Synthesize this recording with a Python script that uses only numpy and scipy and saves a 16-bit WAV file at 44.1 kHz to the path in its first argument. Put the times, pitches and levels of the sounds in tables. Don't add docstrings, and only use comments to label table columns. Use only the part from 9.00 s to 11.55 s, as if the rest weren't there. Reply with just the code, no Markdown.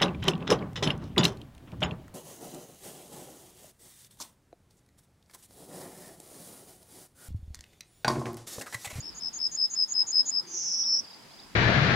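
import sys
import numpy as np
from scipy import signal
from scipy.fft import rfft, irfft
from scipy.io import wavfile
from scipy.ndimage import uniform_filter1d, map_coordinates

SR = 44100
rng = np.random.default_rng(int(sys.argv[2]) if len(sys.argv) > 2 else 0)


def persist_wave(psi):
    counts = np.round(np.clip(psi, -1, 1) * 32767).astype(np.int16)
    wavfile.write(sys.argv[1], SR, np.atleast_2d(counts).T)


def natural_amplitude(level_db):
    exponent = np.asarray(level_db, float) / 20
    return 10 ** exponent


N = 112454
t = np.arange(N) / SR

# chip peak t/s, chip level/dB, rattle pitch f/Hz, rattle level over chip/dB
RATTLES = [
    (.006, -35.5, 6420, -25),
    (0.186, -36, 6550, -7),
    (0.374, -34, 6510, -1),
    (.554, -27.5, 6520, -7.5),
    (0.741, -27, 6495, -7.5),
    (0.923, -23, 6510, -11.5),
    (1.109, -25, 6560, -6.5),
    (1.296, -21, 6577, -8),
]


def level(x, db):
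    return x * natural_amplitude(db) / np.sqrt(np.mean(x ** 2))


def band(x, hz, width_hz):
    f = np.arange(N // 2 + 1) * SR / N
    bell = np.exp(-.5 * ((f - hz) / width_hz * 2) ** 2)
    return irfft(rfft(x) * bell, N)


def noise(*shape):
    return rng.standard_normal((*shape, N))


def walk(rate_hz):
    return level(band(noise(), 0, rate_hz), 0)


def ramp(x, width):
    return np.sin(np.pi / 2 * np.clip(x / width, 0, 1)) ** 2


def whistle(hz, size, octave_db=-51):
    phase = 2 * np.pi * np.cumsum(hz) / SR
    return size * (np.sin(phase) + natural_amplitude(octave_db) * np.sin(2 * phase))


def countryside():
    # f/Hz, level per Hz/dB
    colour = np.array([(15, -47), (25, -36.5), (210, -3.5), (247, -4), (586, -14), (902, -8), (1350, -14),
                       (4200, -16.5), (15700, -28)])
    # f/Hz, left-right difference over the middle/dB
    spread = np.array([(60, -14.5), (110, -1.5), (200, -6), (380, -2.5), (700, -6.5), (1290, -4),
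                       (2380, -1), (4400, -5), (8120, -0.5), (15000, -3.5)])
    read = lambda rows, hz: np.interp(np.log(hz), np.log(rows[:, 0]), rows[:, 1])
    out, swell = 0, walk(4.5)
    for hz in 25 * 2 ** np.arange(0, 9.6, .5):
        mid, side = band(noise(2), hz, hz * 0.51)
        flicker_db = (0.2 * swell + 2.3 * walk(15)) * min(900 / hz, 1)
        wide = natural_amplitude(read(spread, hz)) * side * np.array([[1], [-1]])
        out = out + natural_amplitude(read(colour, hz) + flicker_db) * (mid + wide)
    out = out * natural_amplitude(-56.5) / np.std(band(out.mean(axis=0), 1300, 4500))
    steady_hum = level(band(noise(), 881, 110), -70)
    return out + steady_hum


def wind():
    # t/s, level/dB
    gusts = [
        (0., -64),
        (.6, -68),
        (.75, -78.5),
        (2.1, -89),
        (2.3, -68),
        (2.55, -68),
    ]
    rumble = level(band(noise(2) + 0.27 * noise(), 58, 50), 0)
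    return rumble * natural_amplitude(np.interp(t, *np.array(gusts).T) + 1.8 * walk(6))


def crickets():
    # t/s, level/dB
    chorus = [
        (0., -52.5),
        (.3, -55),
        (1.0, -56),
        (1.5, -52.5),
        (2.02, -52),
        (2.12, -51),
        (2.25, -63),
        (2.34, -55),
        (2.42, -51.5),
        (2.55, -64.5),
    ]
    pulse_hz = 33 * (1 + .15 * walk(10.4))
    throb = 3.3 + np.sin(2 * np.pi * np.cumsum(pulse_hz) / SR)
    throb = throb * natural_amplitude(1.6 * walk(44))
    wings = level(band(noise(2), 4910, 500) * throb, 0)
    return wings * natural_amplitude(np.interp(t, *np.array(chorus).T))


def rattles():
    length_s, warble_hz, swing_hz = 0.049, 239.3, 330
    chip_s, chip_up_hz, chip_rise_hz = 0.0039, 300, 566
    out = 0
    for at, db, hz, rel_db in RATTLES:
        u = t - at
        turn = 2 * np.pi * warble_hz * u + 0.28 * walk(60)
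        swell_db = 9.5 * np.clip(u, -1, 0) / length_s
        size = natural_amplitude(db + rel_db + swell_db + 2.0 * walk(170))
        size = size * ramp(u + length_s, 0.015) * ramp(-u, 0.0026)
        size = size * (1 + .45 * np.cos(turn - 1.2))
        swing = swing_hz * ramp(u + length_s + 0.0059, .017) * np.sin(turn)
        out = out + whistle(hz + swing + 40 * walk(150), size)
        chip_hz = hz + chip_up_hz + chip_rise_hz * np.tanh(u / chip_s / 2)
        out = out + whistle(chip_hz, natural_amplitude(db) * np.exp(-.5 * (u / chip_s * 2.1) ** 2))
    return band(out, 6620, 1460)


def trills():
    # last flick t/s, time between flicks/s, level/dB, pitch f/Hz, upward sweep/Hz
    trill_rows = [
        (0.0936, 0.012, -34.5, 5275, 700),
        (0.2836, 0.012, -27.5, 5230, 620),
        (0.4683, .0128, -22.5, 5178, 520),
        (0.6548, 0.013, -20.5, 5154, 360),
        (0.8388, 0.012, -20, 5161, 338),
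        (1.02, 0.013, -19.5, 5139, 280),
        (1.2085, .0124, -17.5, 5142, 330),
        (1.398, .0114, -24, 5125, 280),
    ]
    tick_dbs = (-93, -88, -46.5, -54, -50, -56.5, -75, -50.5)
    out = 0
    for (last, period, db, hz, sweep_hz), chip, tick_db in zip(trill_rows, RATTLES, tick_dbs):
        since = t - chip[0] - 0.0065
        cycle = ((t - last) / period + .5 + 0.039 * walk(25)) % 1
        swell_db = -27.5 * np.exp(-np.maximum(since, 0) / 0.022)
        last_db = -2 * ramp(t - last + period, period)
        size = natural_amplitude(db + swell_db + .9 * walk(60) + last_db)
        size = size * np.sin(np.pi * cycle) ** max(sweep_hz / 300, 1.05)
        size = size * ramp(since, 0.0021) * (t < last + period / 2)
        out = out + whistle(hz + sweep_hz * (cycle - .5) + 15 * walk(120), size)
        tick = np.exp(-.5 * ((t - last - period * 0.1) / 0.0014) ** 2)
        out = out + natural_amplitude(tick_db) * tick * level(band(noise(), 6260, 2300), 0)
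    return out


def far_chirps():
    # start t/s, length/s, from f/Hz, to f/Hz, level/dB
    chirp_rows = [
        (0.235, 0.016, 3150, 3350, -67),
        (1.254, 0.04, 3100, 4160, -57.5),
        (1.831, 0.019, 3000, 3930, -49),
        (2.093, 0.011, 3100, 3720, -60),
        (2.115, 0.025, 3900, 3700, -56),
        (2.143, 0.0066, 4000, 4500, -51),
        (2.3, .025, 3800, 4530, -57),
        (2.312, 0.015, 3100, 3800, -55.5),
        (2.38, .032, 3100, 4540, -51),
        (2.41, .014, 3200, 3920, -54.5),
    ]
    out = 0
    for at, length, from_hz, to_hz, db in chirp_rows:
        u = np.clip((t - at) / length, 0, 1)
        out = out + whistle(from_hz + (to_hz - from_hz) * u, natural_amplitude(db) * np.sin(np.pi * u))
    return out


def buzz():
    # t/s, level/dB, middle pitch f/Hz, pitch swing/Hz
    course = [
        (1.465, -64, 6350, 150),
        (1.491, -49.5, 6520, 352),
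        (1.549, -37.5, 6350, 485),
        (1.629, -38, 6150, 520),
        (1.72, -34.5, 5843, 456),
        (1.812, -33, 5734, 358),
        (1.861, -33.5, 5500, 300),
        (1.96, -30.5, 5444, 280),
        (1.998, -35, 5640, 300),
    ]
    # f/Hz, width/Hz, gain/dB
    fixed_bands = [(4800, 400, -9), (5295, 120, 9), (5520, 200, 4), (5850, 120, 5), (6130, 220, -6),
                   (6430, 240, 6)]
    times, db, hz, swing_hz = np.array(course).T
    read = lambda values: np.interp(t, times, values)
    turn = 2 * np.pi * np.cumsum(176 * (1 + 0.028 * walk(40))) / SR
    gate = ramp(t - times[0] + 0.0083, .01) * np.exp(-np.maximum(t - times[-1], 0) / 0.0038)
    shake = np.sin(turn) + 0.44 * np.sin(2 * turn + 0.47)
    pitch = read(hz) + read(swing_hz) * shake + 46.6 * walk(300)
    size = natural_amplitude(read(db) + 2 * walk(360)) * (1 + 0.42 * np.cos(turn + 1.97))
    voice = gate * whistle(pitch, size, octave_db=-42)
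    return voice + sum((natural_amplitude(gain_db) - 1) * band(voice, f, width_hz) for f, width_hz, gain_db in fixed_bands)


def far_rumble():
    return level(band(noise(), 360, 59), -58) * np.exp(-((t - 1.513) / 0.11) ** 2)


def outdoors(song, pan_db):
    # delay/ms, left level/dB, right level/dB
    paths = [(0.3, 4.2, 2.6), (1.1, -16, -6.5), (5.2, -9, -4), (8.3, -18.5, 0), (13.5, -26, -15)]
    ear_lags = (0.00001, .00004)
    near = np.zeros((2, N))
    for ear in range(2):
        for k, path in enumerate(paths):
            delay_s = (path[0] - paths[0][0]) / 1000 + ear_lags[ear] * k
            late = map_coordinates(song, [(t - delay_s) * SR], mode="nearest")
            near[ear] += natural_amplitude(path[1 + ear]) * late
    tail = band(noise(2), 5360, 2200) * natural_amplitude(-60 * t / 0.19) * ramp(t, 0.014)
    tail = tail * natural_amplitude(-24) / np.sqrt(np.sum(tail ** 2) / 2)
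    pan = natural_amplitude(np.array([[pan_db], [-pan_db]]) / 2)
    return near * pan + signal.fftconvolve(tail, song[None])[:, :N]


def scene():
    background = countryside() + wind() + crickets()
    bird = outdoors(rattles(), 0.5) + outdoors(trills(), 4.5) + outdoors(buzz(), -1)
    return background + bird + far_chirps() + far_rumble()


def band_limit(x):
    return signal.sosfilt(signal.butter(12, 15880, fs=SR, output="sos"), x)


def record(dry):
    loud = uniform_filter1d(band(dry[0], 4200, 1600) ** 2, int(0.09 * SR))
    loud = np.interp(t - .02, t, loud)
    share = loud / (loud + natural_amplitude(-33.5) ** 2)
    out = dry - (1 - natural_amplitude(-14 * share)) * band(dry, 2650, 955)
    early_db = -7 * share * (t < .88)
    out = out - (1 - natural_amplitude(early_db)) * band(out, 900, 2300)
    out = out - (1 - natural_amplitude(-4.5)) * band(out, 14000, 7000)
    return band_limit(out)


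dry = scene()
out = record(dry)
persist_wave(out)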